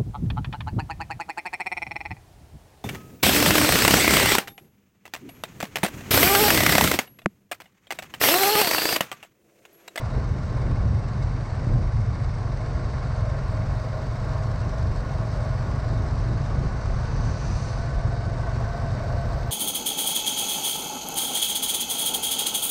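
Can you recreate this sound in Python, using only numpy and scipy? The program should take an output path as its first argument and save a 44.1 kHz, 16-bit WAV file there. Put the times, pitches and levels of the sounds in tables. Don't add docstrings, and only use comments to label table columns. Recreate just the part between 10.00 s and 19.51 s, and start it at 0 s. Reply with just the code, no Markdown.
import sys
import numpy as np
from scipy import signal
from scipy.fft import rfft, irfft, next_fast_len
from scipy.io import wavfile
from scipy.ndimage import uniform_filter1d, map_coordinates

SR = 44100
rng = np.random.default_rng(int(sys.argv[2]) if len(sys.argv) > 2 else 0)


def convert_level_to_amplitude(level_db):
    exponent = np.asarray(level_db, float) / 20
    return 10 ** exponent


def log_audio(samples):
    frames = np.atleast_2d(samples).T
    limited = np.clip(frames, -1, 1)
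    pcm = np.round(limited * 32767).astype(np.int16)
    wavfile.write(sys.argv[1], SR, pcm)


N = 419391
TIME_S = np.arange(N) / SR

# time_s, firing_hz, tooth_contact_hz
ENGINE_SPEED = [(0, 21.3, 627), (1, 21.5, 628.4), (2.3, 21.58, 632), (3, 21.98, 633), (4, 22.24, 640),
                (5.5, 22.62, 651), (7, 22.86, 668), (8, 22.96, 678), (9.51, 22.9, 684)]


def unit(x):
    return x / np.sqrt(np.mean(x ** 2) + 1e-20)


def curves(rows):
    time_s, *columns = np.transpose(rows)
    return [np.interp(TIME_S, time_s, column) for column in columns]


def wobble(rate_hz):
    coarse = np.arange(0, N + 32, 32)
    knots = rng.standard_normal(int(N * rate_hz / SR) + 4)
    return np.interp(np.arange(N), coarse, map_coordinates(knots, [coarse * rate_hz / SR]))


def filtered(x, response):
    m = next_fast_len(N + 8192)
    return irfft(rfft(x, m) * response(np.fft.rfftfreq(m, 1 / SR)), m)[:N]


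def rush(spectrum, patchy_db):
    cells = signal.stft(rng.standard_normal(N + 512), nperseg=512)[2]
    field = uniform_filter1d(rng.standard_normal(cells.shape), size=6, axis=0)
    field = uniform_filter1d(field, size=12, axis=1)
    x = signal.istft(cells * convert_level_to_amplitude(patchy_db * unit(field)), nperseg=512)[1][:N]
    f, db = np.transpose(spectrum)
    return unit(filtered(x, lambda hz: convert_level_to_amplitude(np.interp(np.log(hz + 1), np.log(f + 1), db))))


def swells(rows):
    rise_share = 0.85
    total = 0
    for time_s, half_s, *db in rows:
        length_s = np.where(TIME_S < time_s, rise_share * half_s, half_s)
        total = total + np.outer(db, np.exp(-((TIME_S - time_s) / length_s) ** 2))
    return total


def with_speed(cruise_db, db_per_hz):
    cruise_hz = 22.3
    return cruise_db + db_per_hz * (curves(ENGINE_SPEED)[0] - cruise_hz)


def once_a_cycle(cycles, at, sharp):
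    return np.exp(sharp * (np.cos(2 * np.pi * (cycles - at)) - 1))


def frame(x):
    # centre_hz, width_hz, peak_db over the plain path
    modes = [(637, 8.5, -6.5), (717, 28, -8), (835, 25, -11.5), (940, 20, -6.5), (1049, 19, -4),
             (1095, 40, -2), (1150, 34, -3.5), (1270, 31, -7), (1398, 15, -6.5), (1544, 49, -7.5),
             (1742, 39, -5.5), (1875, 24, -9), (1988, 18, -9.5), (2181, 29, -7), (4520, 200, -6),
             (8100, 74, -2)]

    def response(f):
        total = 1
        for c, w, db in modes:
            total = total + convert_level_to_amplitude(db) * 1j * f * w / (c * c - f * f + 1j * f * w)
        return total

    return filtered(x, response)


def chirps():
    # centre_s, peak_db, centre_hz
    chirp_rows = [(1.043, -54, 2690), (4.635, -54, 2750)]
    out, t = np.zeros(N + SR), np.arange(-1500, 1500) / SR
    for centre_s, db, hz in chirp_rows:
        chirp = np.exp(-(t / 0.014) ** 2) * np.sin(2 * np.pi * hz * t * (1 - .6 * t))
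        start = round((centre_s + t[0]) * SR)
        out[start:][:len(t)] += convert_level_to_amplitude(db) * chirp
    return out[:N]


def motorbike():
    # (relative, per Hz)
    hiss_spectrum = [(900, -120), (2400, 4.5), (3400, -8.5), (4300, 4), (4600, 6.5), (5200, 1), (5800, 3),
                     (6150, 7.5), (6450, -1.5), (6800, -4), (9000, -11), (10200, -18), (11200, -37),
                     (13000, -120)]
    closest_s, closing_speed_m_s, gap_m, level_db = 7.5, 16, 6.8, -48.2
    rear_delay_s, shade_delay_s = .12, .37

    def nearness(at_s):
        return np.hypot(1, (TIME_S - at_s) * closing_speed_m_s / gap_m) ** -2

    unshaded = (1 - np.tanh((TIME_S - closest_s - shade_delay_s) / .18)) / 2
    hiss = rush(hiss_spectrum, patchy_db=.7)
    top = filtered(hiss, lambda hz: np.clip((hz - 6600) / 1200, 0, 1))
    passing = nearness(closest_s) * (hiss - top) + nearness(closest_s + rear_delay_s) ** 3 * top
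    return convert_level_to_amplitude(level_db + .9 * wobble(30)) * unshaded * passing


def wind():
    # (relative, per Hz)
    buffet_spectrum = [(8, -41.5), (16, -14.5), (26, -7), (36, 2.5), (45, 2), (75, 0), (112, 1), (139, -7),
                       (170, -16), (220, -19), (370, -120)]
    # (relative, per Hz)
    flutter_spectrum = [(40, -120), (82, -24), (140, -3), (238, -10.5), (378, -17), (600, -22.5),
                        (1200, -44), (2000, -62), (3000, -120)]
    # centre_s, half_length_s, buffet_rise_db, flutter_rise_db
    gust_rows = [(.18, 0.04, 3, 8), (.36, 0.048, 0.5, 2.5), (.69, 0.13, 3.5, 6.5), (.88, 0.11, 9, 5.5),
                 (1.2, 0.15, 4.5, 2.5), (1.7, 0.12, 5, 3), (1.76, 0.084, 3.5, 8.5), (2.05, 0.25, 5.5, -1),
                 (2.17, 0.045, -3, 5), (2.48, 0.075, 1.5, 1.5), (3.15, 0.13, 2.5, -5),
                 (3.65, 0.11, 3.5, -1), (4.88, 0.062, 7.5, 4), (5.5, 0.13, 1.5, -2), (5.95, 0.12, 3.5, 6.5),
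                 (6.3, 0.1, 1, 5), (6.6, 0.13, 5.5, 3.5), (6.95, 0.11, 4, 2), (7.2, 0.14, 3.5, 3.5),
                 (7.5, .1, 4.5, 1), (8, .1, 5.5, 1), (8.9, 0.064, 2, 2.5)]
    # centre_s, peak_db, direction (push +1 or pull -1), length_s
    thump_rows = [(.657, -19, -1, .003), (.73, -15, 1, .0028), (.85, -15, -1, .0036), (.91, -17, -1, .0036),
                  (1.696, -18, -1, .004), (1.716, -16, 1, .0048)]
    steady_buffet_db, steady_flutter_db, eddy_swing_db = -28.5, -38.5, 0.4
    ragged = .1

    buffet_db, flutter_db = swells(gust_rows) + eddy_swing_db * wobble(8.7)
    buffet_level = convert_level_to_amplitude(steady_buffet_db + buffet_db + 0.87 * wobble(20))
    buffet = buffet_level * rush(buffet_spectrum, patchy_db=0.0)
    flutter_level = convert_level_to_amplitude(steady_flutter_db + flutter_db * (1 + ragged * wobble(35)))
    lumps = convert_level_to_amplitude(1.7 * wobble(28))
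    flutter = flutter_level * unit(lumps * rush(flutter_spectrum, patchy_db=0.0))
    thumps = np.zeros(N)
    for centre_s, db, sign, length_s in thump_rows:
        u = (TIME_S - centre_s) / length_s
        thumps += sign * convert_level_to_amplitude(db) * (1 - u ** 2) * np.exp(-u ** 2 / 2)
    return buffet + flutter + thumps


def tyres(cycles):
    # (relative, per Hz)
    roar_spectrum = [(240, -32.5), (400, -3), (628, 0), (874, -4), (1050, -5), (1330, -8.5), (1460, -7.5),
                     (2150, -15.5), (3220, -26), (3600, -29.5), (4680, -50), (7920, -120)]
    # (relative, per Hz)
    boom_spectrum = [(200, -120), (400, -32.5), (480, 2.5), (560, 2.5), (620, 7), (760, -24), (1400, -120)]
    # centre_s, half_length_s, boom_rise_db, roar_rise_db
    patch_rows = [(.05, 0.21, 7.5, 2), (.6, 0.22, 11, 1.5), (1.05, 0.28, 3.5, 0), (3.3, 0.2, 16.5, 0.5),
                  (3.95, .12, 11, -0.5), (4.3, .1, 7, 0.5), (4.75, .3, 9, -0.5), (5.4, 0.27, 14.5, 0),
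                  (5.92, 0.13, 3.5, -0.5), (7.5, 0.18, 2.5, -1), (8.2, 0.24, 8, -1), (9.15, 0.53, 15, 0)]
    quiet_boom_db = -57.5

    throb = 1 + 0.14 * once_a_cycle(cycles, at=0.043, sharp=3.5)
    boom_db, roar_db = swells(patch_rows)
    flicker_db = (0.4 + 0.11 * np.abs(roar_db)) * wobble(30)
    roar_level = convert_level_to_amplitude(with_speed(-41, 1.7) + roar_db + 0.2 * wobble(3.5) + flicker_db)
    roar = roar_level * unit(throb * rush(roar_spectrum, patchy_db=-0.2))
    boom_level = convert_level_to_amplitude(quiet_boom_db + boom_db + .8 * wobble(30))
    return roar + boom_level * rush(boom_spectrum, patchy_db=0.5)


def knock(cycles):
    # (relative, per Hz)
    cylinder_spectrum = [(900, -120), (1600, -30), (2000, -9), (2170, 0), (2330, -14), (2900, -20),
                         (3300, -36), (5000, -120)]
    # time_s, rap_db
    rap_rows = [(0, -3), (.9, -2.5), (1.35, 2.5), (1.7, -2), (2.8, 1), (3.4, 0.5), (4.3, 1), (4.6, -7),
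                (5, -1), (6, 1), (7.3, 2), (8.8, 2), (9.51, -7)]
    rap = once_a_cycle(cycles, at=0, sharp=1.5) * convert_level_to_amplitude(1.2 * wobble(22))
    level = convert_level_to_amplitude(with_speed(-64, -6.5) + curves(rap_rows)[0])
    return level * unit(rap * rush(cylinder_spectrum, patchy_db=-1.0))


def clatter(cycles):
    # (relative, per Hz)
    clatter_spectrum = [(1000, -120), (1800, -21.5), (3000, -6), (3350, -9), (3700, 2.5), (4100, 1),
                        (4500, 1.5), (5400, 1), (6000, -1), (7000, -9), (8400, -10), (9500, -22.5),
                        (11200, -36.5), (11700, -35.5), (13500, -120)]
    # (relative, per Hz)
    fizz_spectrum = [(9000, -120), (11500, -4.5), (12100, 5), (13500, 4), (15000, -3.5), (15900, -12)]
    # start_s, end_s, level_db, fade_s
    spell_rows = [(-.5, .72, -83.5, .05), (3.4, 6.08, -82.5, .1), (3.2, 10, -91, .1), (8.45, 11, -80, .25),
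                  (9.2, 11, -79, .15)]

    def fade(at_s, fade_s):
        return (1 + np.tanh((TIME_S - at_s) / fade_s)) / 2

    spells = np.zeros(N)
    for start_s, end_s, db, fade_s in spell_rows:
        spells += convert_level_to_amplitude(db) * (fade(start_s, fade_s) - fade(end_s, fade_s))
    tick = once_a_cycle(cycles, at=0, sharp=6.4) * convert_level_to_amplitude(1.1 * wobble(22))
    valves = once_a_cycle(4 * cycles, at=0, sharp=0.44) * convert_level_to_amplitude(5.3 * wobble(60))
    hiss = rush(clatter_spectrum, patchy_db=0.9)
    bright = filtered(hiss, lambda hz: np.clip((hz - 6000) / 2500, 0, 1))
    body = unit(hiss * (1 + .35 * tick + 0.2 * valves) + bright * (0.34 * tick + 0.12 * valves))
    fizz = unit(rush(fizz_spectrum, patchy_db=1.5) * (1 + .8 * tick))
    return convert_level_to_amplitude(with_speed(-54.5, 1.4) + 0.16 * wobble(10)) * body + spells * fizz


def gears(cycles):
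    # ratio to the first pair's contact rate, cruise_db, db_per_hz of firing rate, smear_hz,
    # steady (clean part against smear, at cruise), steady_per_hz of firing rate
    pair_rows = [(.998, -50.5, 1.9, 65, .65, .4), (1.66, -57.5, 0, 110, .45, -.3),
                 (2.23, -57.5, 5.5, 55, .9, .7)]
    # time_s, load_db
    load_rows = [(0, 4), (.6, -8), (1.2, -10.5), (2, -14), (2.7, 0), (3.6, 2), (4.2, 4), (5.6, 1.5),
                 (6.3, -1), (7.1, -5), (7.6, 1.5), (8.1, 4.5), (8.8, 5), (9.51, 4)]
    load_shares = (1.36, .2, 0.2)
    waver_db = 0.5

    kick = 1 + .25 * once_a_cycle(cycles, at=0.25, sharp=1.3)
    mesh_hz, load_db = curves(ENGINE_SPEED)[1], curves(load_rows)[0]
    out = np.zeros(N)
    for (ratio, cruise_db, db_per_hz, smear_hz, steady, steady_per_hz), share in zip(pair_rows, load_shares):
        phase = 2 * np.pi * ratio * np.cumsum(mesh_hz) / SR
        in_phase = with_speed(steady, steady_per_hz) + wobble(smear_hz)
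        line = np.sin(phase) * in_phase + np.cos(phase) * wobble(smear_hz)
        level = convert_level_to_amplitude(with_speed(cruise_db, db_per_hz) + share * load_db + waver_db * wobble(1.5))
        out += level * unit(line * kick)
    return out


def exhaust(cycles):
    # multiple of the firing rate, cruise_db, db_per_hz of firing rate
    note_rows = [(2, -38, 1.5), (3, -42, 1), (4, -39, 2), (5, -32.5, 1.2), (6, -34.5, -1), (7, -51, -4),
                 (8, -56, -1), (9, -57, -2)]
    # time_s, throttle_db
    throttle_rows = [(0, 1.5), (1, -4), (2, 0.5), (3.4, -0.5), (4.8, -0.5), (6.2, 0.5), (7.2, -3),
                     (8.4, -1), (9.51, -1.5)]
    waver_db, surge_db = .5, 1.2

    timing = cycles + 0.013 * wobble(9)
    throttle_db = curves(throttle_rows)[0]
    out = np.zeros(N)
    for k, cruise_db, db_per_hz in note_rows:
        lag = .3 * k * k
        drift_db = waver_db * wobble(1.1) + surge_db * wobble(7)
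        level = convert_level_to_amplitude(with_speed(cruise_db, db_per_hz) + throttle_db + drift_db)
        out += np.sqrt(2) * level * np.cos(2 * np.pi * k * timing - lag + 0.2 * wobble(4.6))
    return out * convert_level_to_amplitude(1.0 * wobble(22))


def scene():
    cycles = np.cumsum(curves(ENGINE_SPEED)[0]) / SR + 0.734
    shaken = frame(tyres(cycles) + knock(cycles) + clatter(cycles) + gears(cycles))
    return (chirps() + motorbike() + wind() + shaken + exhaust(cycles))[None]


def roll_off(x):
    return signal.sosfilt(signal.butter(12, 15750, fs=SR, output="sos"), x)


def record(dry):
    ride, memory_s = 0.22, 0.16
    keep, power = np.exp(-1 / (memory_s * SR)), np.mean(dry ** 2)
    loudness = signal.lfilter([1 - keep], [1, -keep], dry ** 2 - power) / power + 1
    ridden = dry * np.abs(loudness) ** (-ride / 2)
    rounded = ridden / (1 + np.abs(ridden / .4) ** 4) ** (1 / 4)
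    return roll_off(rounded)


dry = scene()
out = record(dry)
log_audio(out)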